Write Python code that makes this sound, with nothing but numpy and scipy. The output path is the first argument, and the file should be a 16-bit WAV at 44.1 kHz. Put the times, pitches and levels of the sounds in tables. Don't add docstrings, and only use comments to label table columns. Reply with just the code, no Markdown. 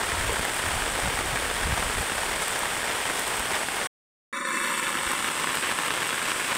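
import sys
import numpy as np
from scipy import signal
from scipy.fft import rfft, irfft
from scipy.io import wavfile
from scipy.ndimage import uniform_filter1d

SR = 44100
rng = np.random.default_rng(int(sys.argv[2]) if len(sys.argv) > 2 else 0)


def generate_wav(signal):
    frames = np.transpose(np.atleast_2d(signal))
    scaled = np.clip(frames, -1, 1) * 32767
    pcm = np.round(scaled).astype(np.int16)
    wavfile.write(sys.argv[1], SR, pcm)


N = 289737
TIME = np.arange(N) / SR
PAUSE_START_S, PAUSE_END_S = 3.8697, 4.3273

# frequency_hz, relative_db
WASH_SPECTRUM = [(30, -10.5), (100, -4.5), (200, -7.5), (500, -2), (1000, 2.5), (1800, 2.5), (2500, -1),
                 (3500, -1.5), (4200, -16), (6500, -16), (15500, -46.5)]
SPRAY_SPECTRUM = [(1500, -19.5), (4000, -6.5), (5200, -6.5), (6500, -12), (8300, -8), (10300, -9),
                  (12000, -14.5), (15500, -16.5)]
# start_s, length_s, patter_rise_db, spray_rise_db
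FLURRIES = [(1.216, 0.037, -5, -1), (2.4, 0.19, 0.5, 1), (3.143, 0.19, 0, 1), (3.486, 0.093, 2.5, 0),
            (3.638, 0.064, -7, -1), (4.312, .047, -7, 1), (4.414, 0.043, -10, -2), (4.768, .05, -0.5, 0.5),
            (5.31, 0.039, -5, 0), (5.451, 0.016, -9, -1), (5.624, 0.024, 1.5, -2), (5.733, 0.043, -6, -0.5),
            (5.89, .014, -4, -5), (5.915, .05, 1, -2), (6.272, 0.032, 1, 2), (6.328, 0.022, -11, 1),
            (6.425, 0.18, 1, 0)]
# start_s, length_s, level_db
GUSTS = [(0.119, 0.21, -35), (0.373, 0.044, -38), (0.637, 0.22, -37), (0.878, .1, -40.5),
         (1.026, 0.065, -32.5), (1.11, 0.24, -38.5), (1.278, 0.38, -41), (1.628, 0.11, -30),
         (1.767, 0.11, -36.5), (1.942, 0.075, -34), (2.135, 0.24, -45), (2.697, .14, -50),
         (3.376, 0.054, -47)]
# centre_s, peak_db, pitch_hz
PUFFS = [(0.147, -30, 55), (0.216, -30, 70), (0.293, -26, 50), (0.396, -27, 130), (0.654, -32, 70),
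         (0.688, -27.5, 70), (0.767, -27.5, 80), (0.832, -30, 50), (1.034, -27, 90), (1.071, -30, 130),
         (1.19, -31.5, 70), (1.337, -31.5, 90), (1.672, -23, 140), (1.731, -20.5, 100), (1.862, -29.5, 55),
         (1.901, -31, 55), (2.01, -26.5, 80), (3.405, -34.5, 55), (5.075, -34, 60)]
# start_s, level_db
SPLASHES = [(0.3303, -19.5), (0.4500, -18), (0.5438, -20), (0.564, -20), (2.021, -18.5), (2.422, -20),
            (2.481, -15), (2.5912, -15), (3.1936, -14.5), (3.2775, -18), (3.3694, -20), (3.3946, -16.5),
            (3.762, -22), (5.1166, -14), (5.5535, -16.5), (6.074, -20), (6.5517, -16.5)]
# frequency_hz, relative_db
CLOTH_BEFORE = [(40, -10), (150, -6.5), (300, -1), (450, 1), (750, 0), (1100, -1.5), (1450, -2), (1850, 1),
                (2400, -5), (3400, -6), (4200, -12), (6500, -13.5), (8400, -13.5), (12000, -25.5),
                (15500, -20.5)]
CLOTH_AFTER = [(40, -18.5), (150, -6), (220, -2.5), (550, -1), (720, -6), (1050, 1), (1750, 2), (2400, 0),
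               (3400, -5), (4200, -9), (6500, -15), (8300, -17), (12000, -18), (15500, -24)]
# start_s, level_db (energy taken over 3 ms), pitch_hz, soft_above_hz
HEAVY_DROPS = [(0.014, -25, 1800, 3600), (0.1184, -23.5, 1940, 3600), (0.294, -23.5, 450, 1000),
               (0.3221, -24, 470, 1500), (0.368, -25, 1340, 3600), (0.5936, -25, 1100, 2400),
               (0.7091, -27, 775, 2400), (0.7771, -24.5, 775, 2400), (0.821, -25.5, 1530, 3600),
               (0.9889, -26, 645, 2400), (1.0752, -25, 1660, 3600), (1.1262, -26.5, 1010, 3000),
               (1.1898, -22.5, 1810, 2400), (1.2091, -24.5, 925, 2800), (1.3579, -24.5, 2150, 4500),
               (1.4228, -27, 1010, 4500), (1.5004, -27, 1400, 3000), (1.6232, -27, 750, 3000),
               (1.6342, -25.5, 1660, 3600), (1.7232, -25.5, 1055, 4000), (1.7762, -26.5, 990, 4000),
               (1.8256, -23.5, 1800, 2600), (2.0285, -27, 690, 2400), (2.0981, -26, 860, 2400),
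               (2.1196, -26, 1055, 4500), (2.2333, -25.5, 1010, 3000), (2.625, -27, 430, 2400),
               (2.6326, -24, 950, 2200), (2.6555, -24.5, 730, 3600), (2.7667, -26.5, 880, 2600),
               (2.8311, -25, 1530, 3600), (2.8944, -25.5, 1765, 3000), (3.055, -25, 1790, 2600),
               (3.0989, -26.5, 1310, 3000), (3.5074, -25.5, 710, 4000), (3.5436, -26.5, 1960, 3600),
               (3.6142, -26.5, 625, 3000), (3.6322, -25.5, 1850, 2400), (3.6855, -22.8, 1830, 3400),
               (3.8142, -25.5, 1980, 3000), (4.4522, -22, 1800, 3600), (4.508, -25, 1700, 2400),
               (4.5727, -25.5, 1250, 3000), (4.6452, -25, 1660, 3000), (4.796, -25, 1750, 3600),
               (4.868, -25.5, 1400, 6000), (4.9536, -24.5, 1030, 2600), (4.9866, -25.5, 1640, 3000),
               (5.0669, -25.5, 1440, 5000), (5.1151, -23.5, 1080, 3000), (5.2449, -24.5, 1570, 5000),
               (5.2843, -23.5, 1830, 3000), (5.4432, -24, 1120, 2400), (5.4723, -20.5, 1700, 1500),
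               (5.4908, -25.5, 1120, 2000), (5.5064, -24.5, 1380, 3000), (5.547, -26, 1600, 5000),
               (5.5716, -22.5, 1100, 5500), (5.6385, -25, 1950, 4000), (5.6915, -24, 1790, 3000),
               (5.7155, -22.5, 1440, 3600), (5.7235, -25, 1350, 2000), (5.8063, -27, 880, 5000),
               (5.8344, -25.5, 990, 4500), (5.8829, -25, 1160, 2600), (5.9063, -22, 1380, 3400),
               (6.0201, -24.5, 1610, 2600), (6.1305, -25, 1485, 4500), (6.2172, -26, 1480, 3600),
               (6.3184, -24, 1120, 3400), (6.5199, -23.5, 1420, 2200), (6.5293, -24, 925, 4500),
               (6.5579, -24, 1810, 4000)]
# start_hz, width_hz, depth_db, full_again_s, sink_hz_per_s
HOLLOWS = [(102, 116, 27, 5.0, -7), (437, 75, 19, 5.4, 1), (664, 137, 21, 5.7, 4),
           (818, 305, 23.5, 4.98, 130), (1566, 110, 19, 5.2, 0), (1867, 45, 22, 14, -3),
           (2490, 190, 25, 5.6, 0), (3040, 940, 17, 4.77, 0), (3220, 110, 22, 5, 0),
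           (3985, 380, 18, 5.3, 0), (4550, 100, 16, 6.2, 0), (4770, 890, 5, 4.7, 0),
           (5170, 290, 20, 5.4, 330), (6250, 670, 4, 5.2, 0), (7450, 100, 16, 6, 0),
           (7960, 760, 14, 4.48, 0), (9720, 130, 17, 5.3, 0), (12300, 2800, 15, 4.7, 0),
           (13880, 400, 20, 5.1, -200)]
# tone_hz, rise_db
RING_TONES = [(236, 9), (350, 2), (555, 8), (960, 4), (1060, 9), (1215, 6), (1500, 7), (1760, 7), (2045, 3),
              (2290, 5), (2627, 19), (2860, 12), (3090, 7), (3480, 18), (3750, 19), (3962, 20), (4200, 17),
              (4465, 21), (4870, 11), (5410, 18), (5770, 11), (5870, 12), (6770, 7), (6950, 10), (7190, 10),
              (7610, 6), (8080, 6), (8310, 7), (8699, 11), (9010, 7), (9330, 5), (9950, 7), (10280, 10),
              (10470, 11), (11380, 8), (11900, 8), (13380, 6), (14380, 9)]


def from_db(db):
    return 10 ** (np.asarray(db) / 20)


def rms_one(x):
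    return x / np.sqrt(np.mean(x ** 2) + 1e-20)


def response(spectrum, size=2048):
    hz, level_db = np.transpose(spectrum)
    grid_hz = np.maximum(np.fft.rfftfreq(size, 1 / SR), 1)
    gain = from_db(np.interp(np.log(grid_hz), np.log(hz), level_db))
    cepstrum = irfft(np.log(gain))
    cepstrum[1:size // 2] *= 2
    cepstrum[size // 2 + 1:] = 0
    pulse = irfft(np.exp(rfft(cepstrum)))
    return pulse / np.abs(pulse).max()


def through(x, pulse):
    return signal.fftconvolve(x, pulse)[:N]


def tailed_click(t60_s, tail_db, size=4096):
    age = TIME[:size]
    tail = rng.standard_normal(size) * from_db(-60 * age / t60_s) * (1 - np.exp(-age / 0.00027))
    pulse = from_db(tail_db) * tail / np.linalg.norm(tail)
    pulse[0] = 1
    return pulse


def rainfall(per_s, spread_db, max_spreads):
    sizes = from_db(spread_db * np.minimum(rng.exponential(1, N), max_spreads))
    return sizes * (rng.random(N) < per_s / SR)


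def wavering(depth_db, per_s):
    steps = rng.standard_normal(1000)
    return from_db(depth_db * np.interp(TIME * per_s, np.arange(len(steps)), steps))


def settling(decay_s):
    return np.exp(-np.maximum(TIME - PAUSE_END_S, 0) / decay_s)


def flurries(edge_s=0.022):
    rise_db = np.zeros((2, N))
    for start_s, length_s, patter_db, spray_db in FLURRIES:
        inside_s = np.minimum(TIME - start_s, start_s + length_s - TIME)
        rise_db += np.outer([patter_db, spray_db], np.clip(inside_s / edge_s + .5, 0, 1))
    return rise_db


def wash():
    return rms_one(through(rng.standard_normal(N), response(WASH_SPECTRUM)))


def spray(peak_hz, width_hz, peak_db):
    ticks = rainfall(per_s=2000, spread_db=4, max_spreads=3.5) * rng.choice([-1, 1], N)
    dying = from_db(-60 * TIME[:2048] / .014) ** 2
    wisp_power = np.abs(through(ticks ** 2, dying / dying.sum()))
    grains = rms_one(ticks + np.sqrt(wisp_power) * rng.standard_normal(N))
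    fizz = through(grains + from_db(1) * rng.standard_normal(N), response(SPRAY_SPECTRUM))
    resonance = signal.lfilter(*signal.iirpeak(peak_hz, peak_hz / width_hz, fs=SR), fizz)
    return rms_one(fizz + from_db(peak_db) * resonance)


def airflow(breeze_db=-45, calming_db_per_s=3, attack_s=0.018, release_s=0.011):
    power = from_db(breeze_db - calming_db_per_s * TIME) ** 2
    for start_s, length_s, level_db in GUSTS:
        rise = np.clip((TIME - start_s) / attack_s + .5, 0, 1)
        fall = np.exp(-np.maximum(TIME - start_s - length_s, 0) / release_s)
        power += (from_db(level_db) * rise * fall) ** 2
    return np.sqrt(power)


def buffeting():
    spectrum = [(10, -20.5), (30, 0.5), (50, 0.5), (78, -2), (120, -8),   # frequency_hz, relative_db
                (200, -15.5), (400, -28), (1500, -86)]
    rumble = through(rng.standard_normal(N), response(spectrum))
    running_rms = np.sqrt(uniform_filter1d(rumble ** 2, size=4000) + 1e-12)
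    return airflow() * rumble / running_rms


def puffs():
    thumps = np.zeros(N)
    for centre_s, peak_db, pitch_hz in PUFFS:
        swing = np.minimum((np.pi * pitch_hz * (TIME - centre_s)) ** 2, 30)
        thumps += from_db(peak_db) * (2 * swing - 1) * np.exp(-swing)
    return thumps


def splashes(ping_hz=8400):
    bright = response([(1000, -18), (5000, -10), (7000, -6), (8500, 0), (11000, -1), (15500, -2)])
    burst = signal.fftconvolve(tailed_click(t60_s=.007, tail_db=6), bright)
    age = TIME[:len(burst)]
    ping = np.sin(2 * np.pi * ping_hz * age) * from_db(-60 * age / 0.01)
    splash = burst / np.abs(burst).max() + from_db(-5) * ping
    clicks = np.zeros(N)
    for start_s, level_db in SPLASHES:
        clicks[round(start_s * SR)] = from_db(level_db)
    return through(clicks, splash)


def canopy(rain):
    return through(rain, tailed_click(t60_s=.07, tail_db=-18))


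def struck_spot(knock, pitch_hz, ring_db=1.5):
    ring = signal.lfilter(*signal.iirpeak(pitch_hz, Q=5, fs=SR), knock)
    return knock + from_db(ring_db) * ring


def patter(drops, cloth, t60_s, ripple_db, spots=28):
    spot_hit = rng.integers(0, spots, N)
    ripples = np.zeros(N)
    for spot, pitch_hz in enumerate(np.geomspace(420, 2900, spots)):
        pulse = struck_spot(tailed_click(t60_s, ripple_db), pitch_hz)
        ripples += through(drops * (spot_hit == spot), pulse)
    taps = through(ripples, response(cloth))
    return rms_one(signal.sosfilt(signal.butter(1, 30, "high", fs=SR, output="sos"), taps))


def heavy_drops(cloth, ripple_db):
    push = response(cloth)
    knocks = np.zeros(N + SR)
    for start_s, level_db, pitch_hz, soft_above_hz in HEAVY_DROPS:
        landing = signal.lfilter(*signal.butter(1, soft_above_hz, fs=SR), push)
        knock = signal.fftconvolve(tailed_click(t60_s=.015, tail_db=ripple_db), landing)
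        knock = struck_spot(knock, pitch_hz)
        knock *= np.sqrt(.003 * SR / np.sum(knock ** 2))
        start = round(start_s * SR)
        knocks[start:start + len(knock)] += from_db(level_db) * knock
    return knocks[:N]


def light_rain(easing_db_per_s=0.38):
    patter_rise_db, spray_rise_db = flurries()
    drops = rainfall(per_s=900, spread_db=3, max_spreads=3)
    taps = patter(drops, CLOTH_BEFORE, t60_s=0.024, ripple_db=-2.5)
    taps *= from_db(-30 + patter_rise_db - easing_db_per_s * TIME)
    fizz = from_db(-35.5 + spray_rise_db) * spray(peak_hz=8400, width_hz=1300, peak_db=7.5)
    fizz *= wavering(depth_db=0.4, per_s=8.2)
    return taps + heavy_drops(CLOTH_BEFORE, ripple_db=4) + from_db(-34) * wash() + fizz


def heavy_rain():
    patter_rise_db, spray_rise_db = flurries()
    drops = rainfall(per_s=800, spread_db=5.3, max_spreads=2.2)
    taps = patter(drops, CLOTH_AFTER, t60_s=0.02, ripple_db=-8)
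    surge_db = 4 * settling(decay_s=0.37) - 7.5 * settling(decay_s=0.11)
    taps *= from_db(-30.5 + patter_rise_db + surge_db)
    fizz = spray(peak_hz=8190, width_hz=1250, peak_db=10.5)
    fizz *= from_db(-35.4 + spray_rise_db - 13.5 * settling(decay_s=0.18))
    far_rain = from_db(-33) * wash()
    knocks = heavy_drops(CLOTH_AFTER, ripple_db=-1.5)
    return taps + far_rain + knocks + fizz * wavering(depth_db=0.5, per_s=5)


def ringing(hz, age_s, min_width_hz=70, q=85, fade_s=.42):
    tones_db = -7.0 * ((hz > 2450) & (hz < 6600))
    for tone_hz, rise_db in RING_TONES:
        width_hz = max(min_width_hz, tone_hz / q)
        tones_db += rise_db * 0.5 ** ((2 * (hz - tone_hz) / width_hz) ** 2)
    return from_db(np.outer(tones_db, np.exp(-age_s / fade_s)))


def shimmer(hz, age_s, from_hz=4000, depth_db=19, fade_s=.5):
    knots_hz = np.cumsum(np.linspace(40, 130, 200))
    ridges = np.interp(hz, knots_hz, rng.uniform(-1, 1, len(knots_hz)))
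    treble = np.clip((hz - from_hz) / from_hz, 0, 1)
    gain = from_db(np.outer(ridges * treble, depth_db * np.exp(-age_s / fade_s)))
    return gain / np.sqrt(uniform_filter1d(gain ** 2, size=25, axis=0))


def hollowed(rain, size=2048):
    hz, frame_s, frames = signal.stft(rain, SR, nperseg=size)
    since_return_s = frame_s - PAUSE_END_S
    for start_hz, width_hz, depth_db, full_again_s, sink_hz_per_s in HOLLOWS:
        centre_hz = start_hz - sink_hz_per_s * since_return_s
        missing = np.clip((full_again_s - frame_s) / (full_again_s - PAUSE_END_S), 0, 1)
        half_width_hz = width_hz / 2 * np.sqrt((1 + 2 * missing) / 3)
        band = np.exp(-((hz[:, None] - centre_hz) / half_width_hz) ** 4)
        frames *= from_db(-depth_db * band * missing)
    age_s = np.maximum(since_return_s, 0)
    frames *= ringing(hz, age_s) * shimmer(hz, age_s)
    return signal.istft(frames, SR, nperseg=size)[1][:N]


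def scene():
    near = splashes() + puffs()
    stopping = np.exp(-np.clip((TIME - PAUSE_START_S) / .0008, 0, 30))
    before = (canopy(light_rain()) + near + buffeting()) * stopping
    after = hollowed(canopy(heavy_rain()) + near) * (TIME >= PAUSE_END_S)
    return np.tile(before + after, (2, 1))


def record(dry):
    return signal.sosfilt(signal.ellip(10, .1, 80, 15550, fs=SR, output="sos"), dry)


dry = scene()
out = record(dry)
generate_wav(out)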